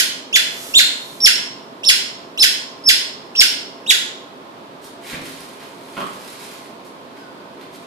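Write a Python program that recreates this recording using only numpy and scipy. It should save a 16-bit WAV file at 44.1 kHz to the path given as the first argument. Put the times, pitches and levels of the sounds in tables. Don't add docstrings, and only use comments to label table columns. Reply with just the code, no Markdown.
import sys
import numpy as np
from scipy import signal
from scipy.fft import rfft, irfft, next_fast_len
from scipy.io import wavfile

SR = 44100
rng = np.random.default_rng(int(sys.argv[2]) if len(sys.argv) > 2 else 0)


def pcm_store(signal):
    levels = np.round(np.clip(np.atleast_2d(signal), -1, 1) * 32767)
    wavfile.write(sys.argv[1], SR, levels.astype(np.int16).T)


N = 346626
LEAD = SR // 10
TIME = np.arange(-LEAD, N) / SR
SIZE = len(TIME)

# f/Hz, level/dB
DRONE_COLOUR = [(18, -74), (30, -35), (54, -31), (91, -20), (134, -10), (213, -6), (280, 0.5), (314, -8),
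                (351, -1.5), (433, -5), (658, -5.5), (736, -9.5), (952, -4.5), (1310, -11.5), (1400, -15.5),
                (1820, -22.5), (3080, -120)]
# f/Hz, level/dB
HISS_COLOUR = [(760, -34), (1300, -9.5), (2610, -12.5), (2800, -13.5), (3230, -12.5), (4530, -17),
               (6220, -25.5), (14000, -32.5), (15000, -38.5)]
# f/Hz, level/dB
HUM_TONES = [(280, -53.5), (410, -48), (678, -47), (1060, -48)]
# f/Hz, likeness (1 same, 0 unrelated, -1 opposite)
EAR_LIKENESS = [(40, 0.87), (130, 0.81), (300, 0.9), (600, 0.51), (1100, -0.38), (2500, -0.0085),
                (8000, -0.027)]
# start t/s, jump t/s, collapse t/s,
# low note f/Hz, high note f/Hz (about the same: no jump up), first level/dB, full level/dB,
# mid-swell t/s, buzz level/dB, extra harshness per overtone/dB, rasp level/dB
SQUEEZES = [ (-.05, .012, 0.038, 3700, 5290, -42, -28, .02, -15.5, 0.5, -1),
            (.327, 0.018, .025, 3570, 3560, -26, -6, 0.021, -12.5, 0.2, -10),
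            (.738, .0385, .047, 3677, 4450, -29, -13.5, 0.0049, -12.5, 0.6, -8),
            (1.202, .002, .0578, 4500, 5557, -30.5, -13, 0.026, -11, 0.5, -10),
            (1.833, 0.018, 0.057, 4087, 5490, -30, -11.5, .036, -11.5, 0.9, -10),
            (2.374, 0.023, 0.053, 4097, 5364, -28, -14.5, 0.027, -12, -0.5, -3.5),
            (2.837, 0.0007, .0535, 5000, 5402, -38, -13, 0.026, -11.5, -0.2, -7.5),
            (3.351, 0.012, 0.057, 3896, 5514, -30, -11.5, 0.034, -11.5, -0.8, -5),
            (3.862, 0.022, 0.039, 3902, 3900, -34.5, -12, 0.029, -13, 0.2, -7)]
# f/Hz, step to each next overtone/dB
OVERTONE_STEPS = [(1400, -3), (2500, -7.5), (3600, -6), (4600, -0.5), (5400, -10.5)]
# f/Hz, level/dB
TUBE_COLOUR = [(2600, 19.5), (3300, -4), (4300, -1), (5300, -0.5), (6000, -8), (7300, -3.5), (9000, -11),
               (10200, -9), (12000, -13.5), (14000, -16.5)]
# f/Hz, reach/Hz, pull (0 to 1)
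TUBE_NOTES = [(2052, 256, .6), (3372, 333, 0.44)]
# f/Hz, level/dB
RASP_COLOUR = [(1200, -21), (1600, 7), (3300, 8.5), (5500, 10.5), (8000, 3.5), (11000, 7.5), (14000, 0),
               (16000, -42)]
# f/Hz, level/dB
PUFF_COLOUR = [(20, -16), (45, -3), (90, 1), (200, -2.5), (600, 4), (1500, -65)]
# t/s, level/dB
REFILL_LEVELS = [(.42, -65), (.54, -39.5), (.63, -35), (.72, -37.5), (.78, -53), (.95, -49), (1.08, -43.5),
                 (1.19, -46), (1.25, -75)]
# f/Hz, level/dB
REFILL_COLOUR = [(800, -13.5), (2000, -10), (4000, -10), (8000, -8), (11000, -8.5), (14500, -16)]
# t/s, delay at the left ear/s
LEFT_EAR_DELAY = [(.35, .00017), (1.25, 0.00017), (1.9, .0002), (2.45, 0.00019), (2.9, .00016),
                  (3.4, .00013), (3.9, 0.00033)]
# f/Hz, time to fade by 60 dB/s
ROOM_FADE = [(150, 0.8), (1200, 0.58), (3300, 0.57), (5500, 0.57), (8000, 0.47), (14000, 0.3)]
# f/Hz, level/dB
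ROOM_COLOUR = [(150, -0.5), (1000, 6), (1400, 5.5), (2050, -0.1), (2700, 0), (3400, 3.5), (4300, 4.5),
               (5300, 1.44), (7000, 2.5), (10000, 3), (14000, 4)]
# start t/s, length/s, soft level/dB, bright level/dB
STROKES = [(4.802, 0.1, -52, -40.5), (4.989, 0.19, -30.5, -39), (5.11, .07, -33, -58),
           (5.404, 0.0047, -44, -29.5), (5.58, .08, -38, -58), (5.963, 0.075, -35, -48),
           (6.83, .06, -49, -50), (7.14, .11, -50, -62), (7.58, 0.079, -41.5, -58),
           (7.704, .08, -42, -46.5), (7.78, .12, -50, -61)]
# t/s, level/dB
RUN_LEVELS = [(5.19, -64), (5.25, -44), (5.48, -48), (5.58, -55), (5.76, -54.5), (5.92, -49.5),
              (6.15, -47.5), (6.4, -44.5), (6.6, -48.5), (6.74, -68), (7.85, -70)]
# f/Hz, level/dB
SOFT_COLOUR = [(300, -34), (900, -11.5), (2200, 1.5), (4000, -7.5), (6000, -15.5), (10000, -23)]
# f/Hz, level/dB
BRIGHT_COLOUR = [(2000, -7.5), (4500, 1), (6500, -2.5), (10000, -1.5), (14500, -9.5)]
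# t/s, level/dB
THUMP_HITS = [(5.132, -19.5), (5.144, -16), (5.192, -25), (5.218, -23), (5.256, -34), (5.41, -30)]
# f/Hz, level/dB, ring time/s (to fade by 60 dB)
THUMP_TONES = [(150, -7, 0.33), (179, -3.5, 0.45), (231, 2, .12), (266, 11, 0.11), (287, 5, .15),
               (332, -9, 0.16)]
# f/Hz, level/dB
THUMP_CRUNCH = [(40, -45), (85, -25), (140, -5), (250, 7), (500, -2.5), (1100, -12), (2100, 2.5),
                (3300, -13), (6000, -21), (14000, -38)]
# t/s, level/dB
KNOCK_HITS = [(5.948, -37), (5.968, -22), (5.977, -19), (6.014, -21), (6.052, -34)]
# f/Hz, level/dB, ring time/s (to fade by 60 dB)
KNOCK_TONES = [(193, 2.5, 0.38), (543, -12, 0.23), (670, -10, .2), (875, -14, .25), (1098, 7.5, 0.15),
               (1186, 5, .25), (1283, 9.5, 0.25), (1380, -4, 0.19), (1850, -5, .2), (2700, 1, 0.13),
               (3310, -16, 0.22)]
# f/Hz, level/dB
KNOCK_CRUNCH = [(60, -36), (200, 3.5), (700, -6), (1000, 2.5), (1350, -2.5), (1700, -10.5), (3200, -5.5),
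                (4200, -30), (14000, -41)]
# t/s, level/dB
WHISTLE_LEVELS = [(7.12, -68), (7.2, -49.5), (7.34, -61), (7.42, -53.5), (7.56, -69)]
# f/Hz, level/dB
WHISTLE_TONES = [(1500, 2.5), (4880, -6)]


def from_db(db):
    return 10 ** (np.asarray(db) / 20)


def rms_one(x):
    return x / np.sqrt(np.mean(x ** 2) + 1e-20)


def at_hz(points, hz):
    freqs, values = np.transpose(points)
    return np.interp(np.log(np.maximum(hz, 1)), np.log(freqs), values)


def loudness(rows):
    times, levels_db = np.transpose(rows)
    return np.interp(TIME, times, from_db(levels_db), left=0, right=0)


def colour(x, spectrum):
    size = next_fast_len(x.shape[-1])
    hz = np.arange(size // 2 + 1) * SR / size
    balance = rms_one(from_db(at_hz(spectrum, hz)))
    return irfft(rfft(x, size) * balance, size)[..., :x.shape[-1]]


def noise_all_around(size):
    padded = next_fast_len(size)
    shared, opposed = rfft(rng.standard_normal((2, padded)))
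    alike = at_hz(EAR_LIKENESS, np.arange(len(shared)) * SR / padded)
    ears = np.sqrt(1 + alike) * shared + np.sqrt(1 - alike) * opposed * [[1], [-1]]
    return irfft(ears, padded)[:, :size]


def wobble(per_s, size):
    return np.interp(np.arange(size) * per_s / SR, np.arange(size), rng.standard_normal(size))


def appliance(hum_db=-5, wander_rad=1.07):
    drone = from_db(-39) * rms_one(colour(noise_all_around(SIZE), DRONE_COLOUR))
    hiss = from_db(-47.5) * rms_one(colour(noise_all_around(SIZE), HISS_COLOUR))
    hum = 0
    for hz, level_db in HUM_TONES:
        swell = 1 + .5 * wobble(9, SIZE)
        phase = 2 * np.pi * hz * TIME + wander_rad * wobble(30, SIZE)
        hum = hum + from_db(level_db + hum_db) * swell * np.sin(phase)
    return drone + hiss + hum


def squeeze(age, jump_s, collapse_s, low_hz, high_hz, first_db, full_db, swell_at_s, buzz_db):
    start_hz, climb_s = 2578, .011
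    low_note = low_hz + (start_hz - low_hz) * np.exp(-(age / climb_s) ** 2)
    flip_s, flat_hz, settle_s = .0012, 380.6, .00899
    high_note = high_hz - flat_hz * np.exp(-age / settle_s)
    held = low_note + (high_note - low_note) * (1 + np.tanh((age - jump_s) / flip_s)) / 2
    before, after = np.maximum(collapse_s - age, 0), np.maximum(age - collapse_s, 0)
    buzz_hz, sag_share, sag_s = 3452, .62, .0045
    whistle_hz = held + (buzz_hz - held) * sag_share * np.exp(-before / sag_s)
    end_hz, fall_s = 1320.5, .0116
    falling_hz = end_hz + (buzz_hz - end_hz) * np.exp(-(after / fall_s) ** 1.47)
    swell_s = .011
    swelling_db = first_db + (full_db - first_db) * (1 + np.tanh((age - swell_at_s) / swell_s)) / 2
    fade_db, fade_s = 27.5, .031
    fading_db = buzz_db - fade_db * (after / fade_s) ** 1.93
    collapsed = (1 + np.tanh((age - collapse_s) / flip_s + .5)) / 2
    hz = whistle_hz + collapsed * (falling_hz - whistle_hz)
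    return hz, swelling_db + collapsed * (fading_db - swelling_db)


def reed(row, buzz_s=.031, jitter=.015, free_hz=5000, slam_db=4.5, flutter_db=1.33, edge_s=.0025):
    start_s, jump_s, collapse_s, *grip, harsh_db, rasp_db = row
    span = np.flatnonzero((TIME > start_s) & (TIME < start_s + collapse_s + buzz_s))
    t = TIME[span]
    hz, level_db = squeeze(t - start_s, jump_s, collapse_s, *grip)
    collapse = np.clip((1 - hz / np.maximum.accumulate(hz)) / .14, 0, 1)
    choke = np.clip(free_hz / hz - 1, .26, 1.5) * np.interp(collapse, [0, 1], [.29, 1])
    for note_hz, reach_hz, pull in TUBE_NOTES:
        gap_hz = hz - note_hz
        hz = hz - pull * collapse * gap_hz * np.exp(-(gap_hz / reach_hz) ** 2 / 2)
    hz = hz * (1 + jitter * choke * wobble(1410, len(t)))
    phase = 2 * np.pi * np.cumsum(hz) / SR
    step_db = np.minimum(at_hz(OVERTONE_STEPS, hz) + harsh_db + slam_db * collapse, 0)
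    tone = np.sin(phase)
    for k in range(2, 11):
        strength = from_db(step_db * (k - 1) + at_hz(TUBE_COLOUR, k * hz))
        tone += (k * hz < SR * .4) * strength * np.sin(k * phase)
    level_db = level_db + flutter_db * wobble(250.2, len(t))
    soft_edges = np.interp(t, [t[0], t[0] + edge_s, t[-1] - 2 * edge_s, t[-1]], [0, 1, 1, 0])
    flow = from_db(level_db) * soft_edges
    out = np.zeros((3, SIZE))
    out[:, span] = np.sqrt(2) * flow * tone, from_db(rasp_db) * flow * choke, flow
    return out


def ball(puff_db=-28, refill_db=-6, direct_db=5, echo_db=4, echo_lean_db=.98):
    tone, torn_air, flow = sum(reed(row) for row in SQUEEZES)
    noise = rng.standard_normal((3, SIZE))
    rasp = colour(torn_air * noise[0], RASP_COLOUR)
    puff = from_db(puff_db) * colour(flow * noise[1], PUFF_COLOUR)
    refill = from_db(refill_db) * loudness(REFILL_LEVELS) * colour(noise[2], REFILL_COLOUR)
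    near = tone + rasp + refill
    lag = np.round(np.interp(TIME, *np.transpose(LEFT_EAR_DELAY)) * SR).astype(int)
    left = near[np.arange(SIZE) - lag]
    direct = from_db([[-1.7], [1.8]]) * np.array([left, near])
    echo = from_db([[echo_db - echo_lean_db], [echo_db + echo_lean_db]]) * kitchen(near)
    return from_db(direct_db) * direct + puff + echo


def kitchen(x, first_echo_s=.0015, build_s=.0013):
    t = np.arange(SR * 3 // 4) / SR
    band_edges = np.geomspace(40, 20000, 37)
    hz = np.arange(len(t) // 2 + 1) * SR / len(t)
    spectrum = rfft(noise_all_around(len(t))) * from_db(at_hz(ROOM_COLOUR, hz))
    tail = 0
    for low, high in zip(band_edges, band_edges[1:]):
        band = irfft(spectrum * ((hz >= low) & (hz < high)), len(t))
        tail = tail + band * from_db(-60 * t / at_hz(ROOM_FADE, np.sqrt(low * high)))
    tail = tail * np.clip((t - first_echo_s) / build_s, 0, 1)
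    return signal.fftconvolve(x[None], rms_one(tail) / np.sqrt(len(t)), axes=1)[:, :SIZE]


def cloth_and_paws(taps_per_s=70, tap_s=.0035, spread_db=4, slide=.89):
    run = loudness(RUN_LEVELS)
    soft_force, bright_force = from_db(4.5) * run, run
    for start_s, length_s, soft_db, bright_db in STROKES:
        stroke = np.sin(np.pi * np.clip((TIME - start_s) / length_s, 0, 1)) ** 2
        soft_force = soft_force + from_db(soft_db) * stroke
        bright_force = bright_force + from_db(bright_db) * stroke
    taps = (rng.random(SIZE) < taps_per_s / SR) * from_db(spread_db * rng.standard_normal(SIZE))
    fading_taps = signal.lfilter([1], [1, -np.exp(-1 / (tap_s * SR))], taps + 1e-18)
    grains = rms_one(slide + fading_taps) * rng.standard_normal((2, SIZE))
    soft = from_db(-3.5) * soft_force * colour(grains[0], SOFT_COLOUR)
    bright = from_db(1) * bright_force * colour(grains[1], BRIGHT_COLOUR)
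    return soft + bright


def blows(hits, tones, crunch_colour, ring_db, crunch_db, crunch_s):
    ringing, contact = np.zeros(SIZE), np.zeros(SIZE)
    t = np.arange(SR // 2) / SR
    for start_s, level_db in hits:
        at = LEAD + round(start_s * SR)
        contact[at:at + len(t)] += from_db(level_db + crunch_db) * np.exp(-t / crunch_s)
        for hz, tone_db, fade_s in tones:
            strength = from_db(level_db + ring_db + tone_db + 2 * rng.standard_normal())
            ringing[at:at + len(t)] += strength * from_db(-60 * t / fade_s) * np.sin(2 * np.pi * hz * t)
    return ringing + colour(contact * rng.standard_normal(SIZE), crunch_colour)


def far_whistle(waver=.021):
    phase_per_hz = 2 * np.pi * np.cumsum(1 + waver * wobble(40, SIZE)) / SR
    tones = sum(from_db(level_db) * np.sin(hz * phase_per_hz) for hz, level_db in WHISTLE_TONES)
    return loudness(WHISTLE_LEVELS) * tones


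def scene():
    thump = blows(THUMP_HITS, THUMP_TONES, THUMP_CRUNCH, ring_db=-20.5, crunch_db=-6, crunch_s=.009)
    knock = blows(KNOCK_HITS, KNOCK_TONES, KNOCK_CRUNCH, ring_db=-21, crunch_db=1.5, crunch_s=.0045)
    bustle = knock + cloth_and_paws() + far_whistle()
    echo = kitchen(bustle + from_db(-3.5) * thump)
    room = from_db(-4.5) * bustle + from_db(-5) * thump + echo + appliance()
    lean_right = from_db([[-1.1], [1.1]])
    return (ball() + room * lean_right)[:, LEAD:]


def record(dry, ceiling=.95, cutoff_hz=14400):
    rounded = dry / (1 + (dry / ceiling) ** 8) ** (1 / 8)
    return signal.sosfilt(signal.ellip(10, .2, 80, cutoff_hz, fs=SR, output="sos"), rounded)


dry = scene()
out = record(dry)
pcm_store(out)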